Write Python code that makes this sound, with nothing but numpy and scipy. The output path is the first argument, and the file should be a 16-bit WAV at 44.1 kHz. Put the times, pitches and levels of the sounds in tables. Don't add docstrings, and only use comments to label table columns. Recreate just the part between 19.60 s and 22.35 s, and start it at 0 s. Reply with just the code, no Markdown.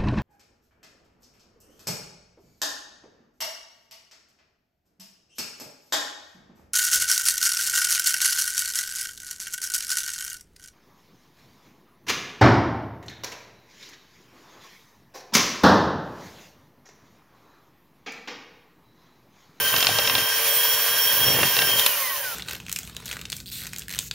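import sys
import numpy as np
from scipy import signal
from scipy.fft import rfft, irfft, next_fast_len
from scipy.io import wavfile
from scipy.ndimage import map_coordinates

SR = 44100
rng = np.random.default_rng(int(sys.argv[2]) if len(sys.argv) > 2 else 0)


def digitize_waveform(pressure):
    field = np.atleast_2d(pressure).T
    bounded = np.clip(field, -1, 1)
    quanta = np.round(bounded * 32767).astype(np.int16)
    wavfile.write(sys.argv[1], SR, quanta)


N = 121275
T = np.arange(N) / SR
RUN_HZ, MAINS_HZ, OFF_S = 230, 50, 2.216
TEETH, BARS, SLOTS = 7, 24, 12
BLADES, GEAR_RATIO = 4, 20

# t/s, level/dB
MESH_OCTAVE = [(0,-31),(.17,-27.5),(.3,-30),(.4,-31),(.55,-30.5),(.85,-33.5),(1.05,-28),(1.22,-34),(1.49,-27),(1.56,-32.5),(1.68,-24.5),(1.77,-30.5),(1.88,-29.5),(2.0,-33),(2.14,-23.5),(2.24,-31.5)]
# t/s, level/dB
CHURN_LEVEL = [(0,-34),(.1,-47),(.145,-28.5),(.22,-47),(.3,-35),(.44,-39.5),(.59,-32.5),(.7,-50),(1.38,-48.5),(1.57,-40),(1.68,-28),(1.84,-27.5),(1.93,-43),(2.0,-34),(2.17,-38),(2.33,-53.5)]
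# t/s, level/dB
DETENTS = [(2.196,-11),(2.263,-7)]
# f/Hz, correlation
COHERENCE = [(400,0.94),(2400,0.99),(4400,0.74),(8000,0.44),(15000,0.64)]


def whine(shaft_hz, angle, swell_db=2.5, flutter=0.26, shake=0.31, gear_db_per_oct=34):
    # t/s, level/dB
    mesh = [(0,-34),(.06,-31.5),(.22,-38.5),(.47,-31.5),(.85,-41),(1.4,-38),(1.85,-40),(2.05,-29.5),(2.14,-43.5)]
    # t/s, level/dB
    commutator = [(.2,-41),(.55,-32.5),(.85,-37.5),(1.17,-33.5),(1.28,-39),(1.4,-29.5),(1.55,-38),(1.68,-26),(1.8,-34),(2.0,-31),(2.2,-39)]
    # t/s, level/dB
    slot_whine = [(.17,-35),(.35,-40),(.7,-38),(.95,-28),(1.2,-32),(2.42,-33),(2.55,-42)]
    hum = {2: -37, 42: -42, 59: -41}
    # shaft order, slope/(dB per octave of speed)
    fade_slopes = [(2,90),(24,22),(60,13),(90,12)]
    top_slot_order, sideband_db, weak_db = 60, -42, -48.5
    dull_below_hz, dull_db = 9500, -6
    ripple_rad, jitter_rad = .005, .001

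    angle = angle + ripple_rad * mains() + jitter_rad * wobble(85)
    speed_oct = np.log2(shaft_hz / RUN_HZ)
    gear_fade_db = gear_db_per_oct * speed_oct
    slot_db = curve(slot_whine)
    trim_db = lambda k: along(fade_slopes, k) * speed_oct + dull_db * (k * shaft_hz < dull_below_hz)
    lead_db = {TEETH: curve(mesh) + gear_fade_db,
               2 * TEETH: curve(MESH_OCTAVE) + gear_fade_db,
               BARS: curve(commutator) + along(fade_slopes, BARS) * speed_oct,
               SLOTS: -22 + 0.5 * curve(CHURN_LEVEL) + gear_fade_db,
               top_slot_order: slot_db + trim_db(top_slot_order)}
    out = np.zeros((2, N))
    for k in range(2, 110):
        if k in lead_db:
            gain = amp(lead_db[k]) * (1 + flutter * wobble(130) + shake * wobble(34.98))
        else:
            db = weak_db
            if k % SLOTS == 0:
                db = slot_db - 4
            elif k % SLOTS in (TEETH, SLOTS - TEETH):
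                db = sideband_db
            gain = amp(hum.get(k, db) + swell_db * (1 - speed_oct) * wobble(14) + trim_db(k))
        out += gain * (k * shaft_hz < SR / 2) * tone(k, angle)
    return out


def chatter(angle, level_db=-7, pitch_ratio=.968):
    gain = amp(curve(MESH_OCTAVE) + level_db) * wobble(300)
    return gain * tone(2 * TEETH, pitch_ratio * angle) * (T < DETENTS[-1][0])


def coast(angle, flutter=0.24, rise_s=0.16):
    orders = (3,4,6,7,12)
    levels_db = [-41,-43,-35,-33,-32.5]
    # f/Hz, level/dB
    gearbox = [(450,-24),(570,0),(700,-26),(940,-16),(1080,1),(1230,-18),(1490,1),(1770,-13),(1900,-1),(2080,0),(2250,-18),(2430,0),(2650,-16)]
    lines = sum(amp(db) * (1 + flutter * wobble(90)) * tone(k, angle)
                for k, db in zip(orders, levels_db))
    onset = np.clip((T - OFF_S) / rise_s, 0, 1)
    return filtered(lines * onset, lambda hz: amp(along(gearbox, hz)))


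def rattle(speed_oct, angle, level_db=-30.5, rough_db=1.5, blade_db=-1.0, db_per_oct=9):
    # f/Hz, width/Hz, level/dB
    shell_modes = [(455,35,-10.5),(573,46.4,-4),(1033,147,-5),(1540,33.4,0),(1855,82,-2.5),(2464,185,-8),(3080,194,-4)]

    def shell(hz):
        return sum((-1) ** k * amp(db) * 1j * hz * width / (centre ** 2 - hz ** 2 + 1j * hz * width)
                   for k, (centre, width, db) in enumerate(shell_modes))

    blades = np.sin(BLADES * angle / GEAR_RATIO)
    gate = amp(rough_db * wobble(300) + blade_db * blades + 0.42 * wobble(23.52))
    ringing = filtered(gate * rng.standard_normal((2, N)), shell)
    return unit(spread(ringing)) * amp(level_db + db_per_oct * speed_oct)


def fan(speed_oct, angle, level_db=-28, turn_db=0.73, flicker_db=1.54, db_per_oct=10):
    # f/Hz, level/dB
    spectrum = [(25,-37),(60,-3.5),(130,-19.5),(350,-10.5),(520,-11),(1300,-1.5),(2200,3.5),(3700,3),(6200,5),(7800,-4),(10000,0.5),(16000,-6.5)]
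    gate = amp(turn_db * np.sin(angle) + flicker_db * wobble(29.81))
    return noise(spectrum, gate) * amp(level_db + db_per_oct * speed_oct)


def brushes(speed_oct, angle, turn_db=2.0, buzz_db=3, mains_db=2.0, flicker_db=1.3, db_per_oct=4):
    # f/Hz, level/dB
    spectrum = [(5000,-27),(8200,-29),(10000,1),(11800,-2.5),(13300,7),(14500,7),(15600,4.5)]
    # t/s, level/dB
    hiss = [(.17,-24),(.24,-34),(.45,-27.5),(.78,-27),(.95,-22),(1.4,-23.5),(1.6,-19.5),(1.84,-26),(2.2,-23.5),(2.6,-26.5)]
    shaft_db = turn_db * np.sin(angle) + buzz_db * np.sin(6 * angle)
    gate = amp(shaft_db + mains_db * mains() + flicker_db * wobble(45.8))
    return noise(spectrum, gate) * amp(curve(hiss) + db_per_oct * speed_oct)


def clacks(crack_t60_s=.019, spray_t60_s=.022, tick_t60_s=.004, knock_t60_cycles=36, crack_q=1.3):
    # t/s, level/dB, relative knock level/dB, crack f/Hz, knock f/Hz
    strikes = [(.1392,-8,-2,2200,900),(.163,-6.5,-10,4700,800),(.183,-14,0,4300,1350),(.2055,-8,-6,4700,1800),(.227,-4,-7,4080,1250),(.247,-10,-1,4600,1230),(.269,-2,-8,4600,1250),(.2893,-9,-1,4100,700),(.3864,-6,-1.5,4300,650),(.4745,-7.5,-14,3400,700),(.497,-5.5,-8,3100,900),(.552,-3,-12,3800,900),(.581,-10,-4,3700,600),(1.831,-3,-6,2350,650),(1.967,-7,-13,3340,600),(1.989,-2,-16,3500,700),(2.0197,-7,-10.5,3550,600)]
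    # f/Hz, level/dB, t60/s
    bowl_modes = [(2756,-3,.055),(3400,-5.5,.016),(3937,-8,.04),(5450,0,.012)]
    mode_hz, mode_db, mode_t60_s = np.transpose(bowl_modes)[:, :, None]
    t = np.arange(SR // 8) / SR
    decay = lambda db, t60_s: amp(db - 60 * t / t60_s)
    out = np.zeros((2, N))
    for start_s, level_db, knock_db, crack_hz, knock_hz in strikes:
        white = rng.standard_normal((2, len(t)))
        band = lambda hz, q: unit(signal.lfilter(*signal.iirpeak(hz, q, SR), white))
        crack = band(crack_hz, crack_q) * decay(-7, crack_t60_s)
        spray_lowpass = signal.butter(2, min(2 * crack_hz, 15000), fs=SR)
        spray = unit(signal.lfilter(*spray_lowpass, white)) * decay(-20, spray_t60_s)
        tick = .5 * decay(-1, tick_t60_s) * np.sin(2 * np.pi * crack_hz * t)
        tick = tick * np.array([[1], [0]])
        detuning = np.hypot(1, crack_q * (mode_hz / crack_hz - crack_hz / mode_hz))
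        phase = rng.uniform(0, 2 * np.pi, (2, *mode_hz.shape))
        modes = decay(mode_db - 9, mode_t60_s) / detuning * np.sin(2 * np.pi * mode_hz * t + phase)
        batter_lowpass = signal.butter(6, 1.42 * crack_hz, fs=SR)
        strike = signal.lfilter(*batter_lowpass, modes.sum(1) + crack + tick)
        knock = band(knock_hz, q=2.2) * decay(knock_db - 9.5, knock_t60_cycles / knock_hz)
        knock *= 1 - np.exp(-t / .0015)
        out[:, round(start_s * SR):][:, :len(t)] += amp(level_db) * (strike + spray + knock)
    return spread(out)


def batter(angle, slap_db=4, lumps_db=1.5):
    # f/Hz, level/dB
    spectrum = [(20,-35),(48,-5.5),(72,-16),(115,3),(180,-6.5),(330,-8),(600,-5.5),(1200,-14),(1900,-10.5),(6000,-31)]
    gate = amp(slap_db * np.sin(BLADES * angle / GEAR_RATIO) + lumps_db * wobble(63))
    return noise(spectrum, gate) * amp(curve(CHURN_LEVEL))


def switch(rise_s=0.00073, t60_s=0.028):
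    # f/Hz, level/dB
    spectrum = [(200,-25),(1000,-4),(2000,-10),(2700,-3),(3500,2),(5000,-7),(8000,-11),(10500,-4),(15500,-9)]
    envelope = sum(amp(db - 60 * np.maximum(T - s, 0) / t60_s) * np.exp(np.minimum(T - s, 0) / rise_s)
                   for s, db in DETENTS)
    return envelope * noise(spectrum)


def kitchen(x, t60_s=0.2, wet_db=-15):
    t = np.arange(SR // 3) / SR
    tail = rng.standard_normal((2, len(t))) * amp(-60 * t / t60_s) * (t > .004)
    return x + amp(wet_db) * signal.fftconvolve(x, tail / np.linalg.norm(tail[0]), axes=1)[:, :N]


def mains():
    return np.sin(4 * np.pi * MAINS_HZ * T) * (T < OFF_S)


def tone(k, angle, width=0.71):
    apart_rad = width * (-1) ** k * np.arccos(np.clip(along(COHERENCE, k * RUN_HZ), -1, 1))
    phase = rng.uniform(0, 2 * np.pi) + np.array([[apart_rad], [-apart_rad]])
    return np.sqrt(2) * np.sin(k * angle + phase)


def noise(spectrum, gate=1):
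    gated = gate * rng.standard_normal((2, N))
    return unit(spread(filtered(gated, lambda hz: amp(along(spectrum, hz)))))


def spread(pair):
    turn = lambda hz: np.arccos(np.clip(along(COHERENCE, hz), -1, 1)) / 2
    mid, side = filtered(pair, lambda hz: np.array([np.cos(turn(hz)), np.sin(turn(hz))]))
    return np.array([mid + side, mid - side])


def filtered(x, response):
    size = next_fast_len(N + 8192)
    return irfft(rfft(x, size) * response(np.fft.rfftfreq(size, 1 / SR)), size)[..., :N]


def wobble(rate_hz):
    return map_coordinates(rng.standard_normal(2048), [T * rate_hz], mode="wrap", order=2)


def curve(rows):
    return np.interp(T, *np.transpose(rows))


def along(rows, x):
    knots, values = np.transpose(rows)
    return np.interp(np.log(x + 1), np.log(knots + 1), values)


def amp(db):
    return 10 ** (np.asarray(db) / 20)


def unit(x):
    return x / np.sqrt(np.mean(x ** 2) + 1e-20)


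def scene():
    # t/s, f/Hz
    shaft_rate = [(0,223.6),(.17,225.8),(.37,228.4),(.62,226.4),(.85,230.9),(1.0,232.4),(1.13,233.1),(1.47,230.6),(1.65,232.4),(1.88,229.2),(2.08,227.3),(2.2,227.8),(2.24,225.5),(2.34,201),(2.45,173),(2.54,152.6),(2.66,126.5),(2.75,109.6)]
    # f/Hz, level/dB
    balance = [(2000,-0.5),(3200,1.5),(5500,-3.5),(6800,2.5),(9000,-2),(15000,-2.5)]
    shaft_hz = curve(shaft_rate)
    speed_oct = np.log2(shaft_hz / RUN_HZ)
    angle = 2 * np.pi * np.cumsum(shaft_hz) / SR
    motor = whine(shaft_hz, angle) + chatter(angle) + coast(angle)
    motor += rattle(speed_oct, angle) + fan(speed_oct, angle) + brushes(speed_oct, angle)
    mix = motor + batter(angle) + kitchen(clacks() + switch())
    return filtered(mix, lambda hz: amp(along(balance, hz) * np.array([[.5], [-.5]])))


def record(dry, ceiling=.85, top_hz=15740, notch_hz=7870, half_width_hz=190):
    response = lambda hz: (hz < top_hz) * np.maximum(abs(hz - notch_hz) > half_width_hz, .01)
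    return filtered(np.clip(dry, -ceiling, ceiling), response)


dry = scene()
out = record(dry)
digitize_waveform(out)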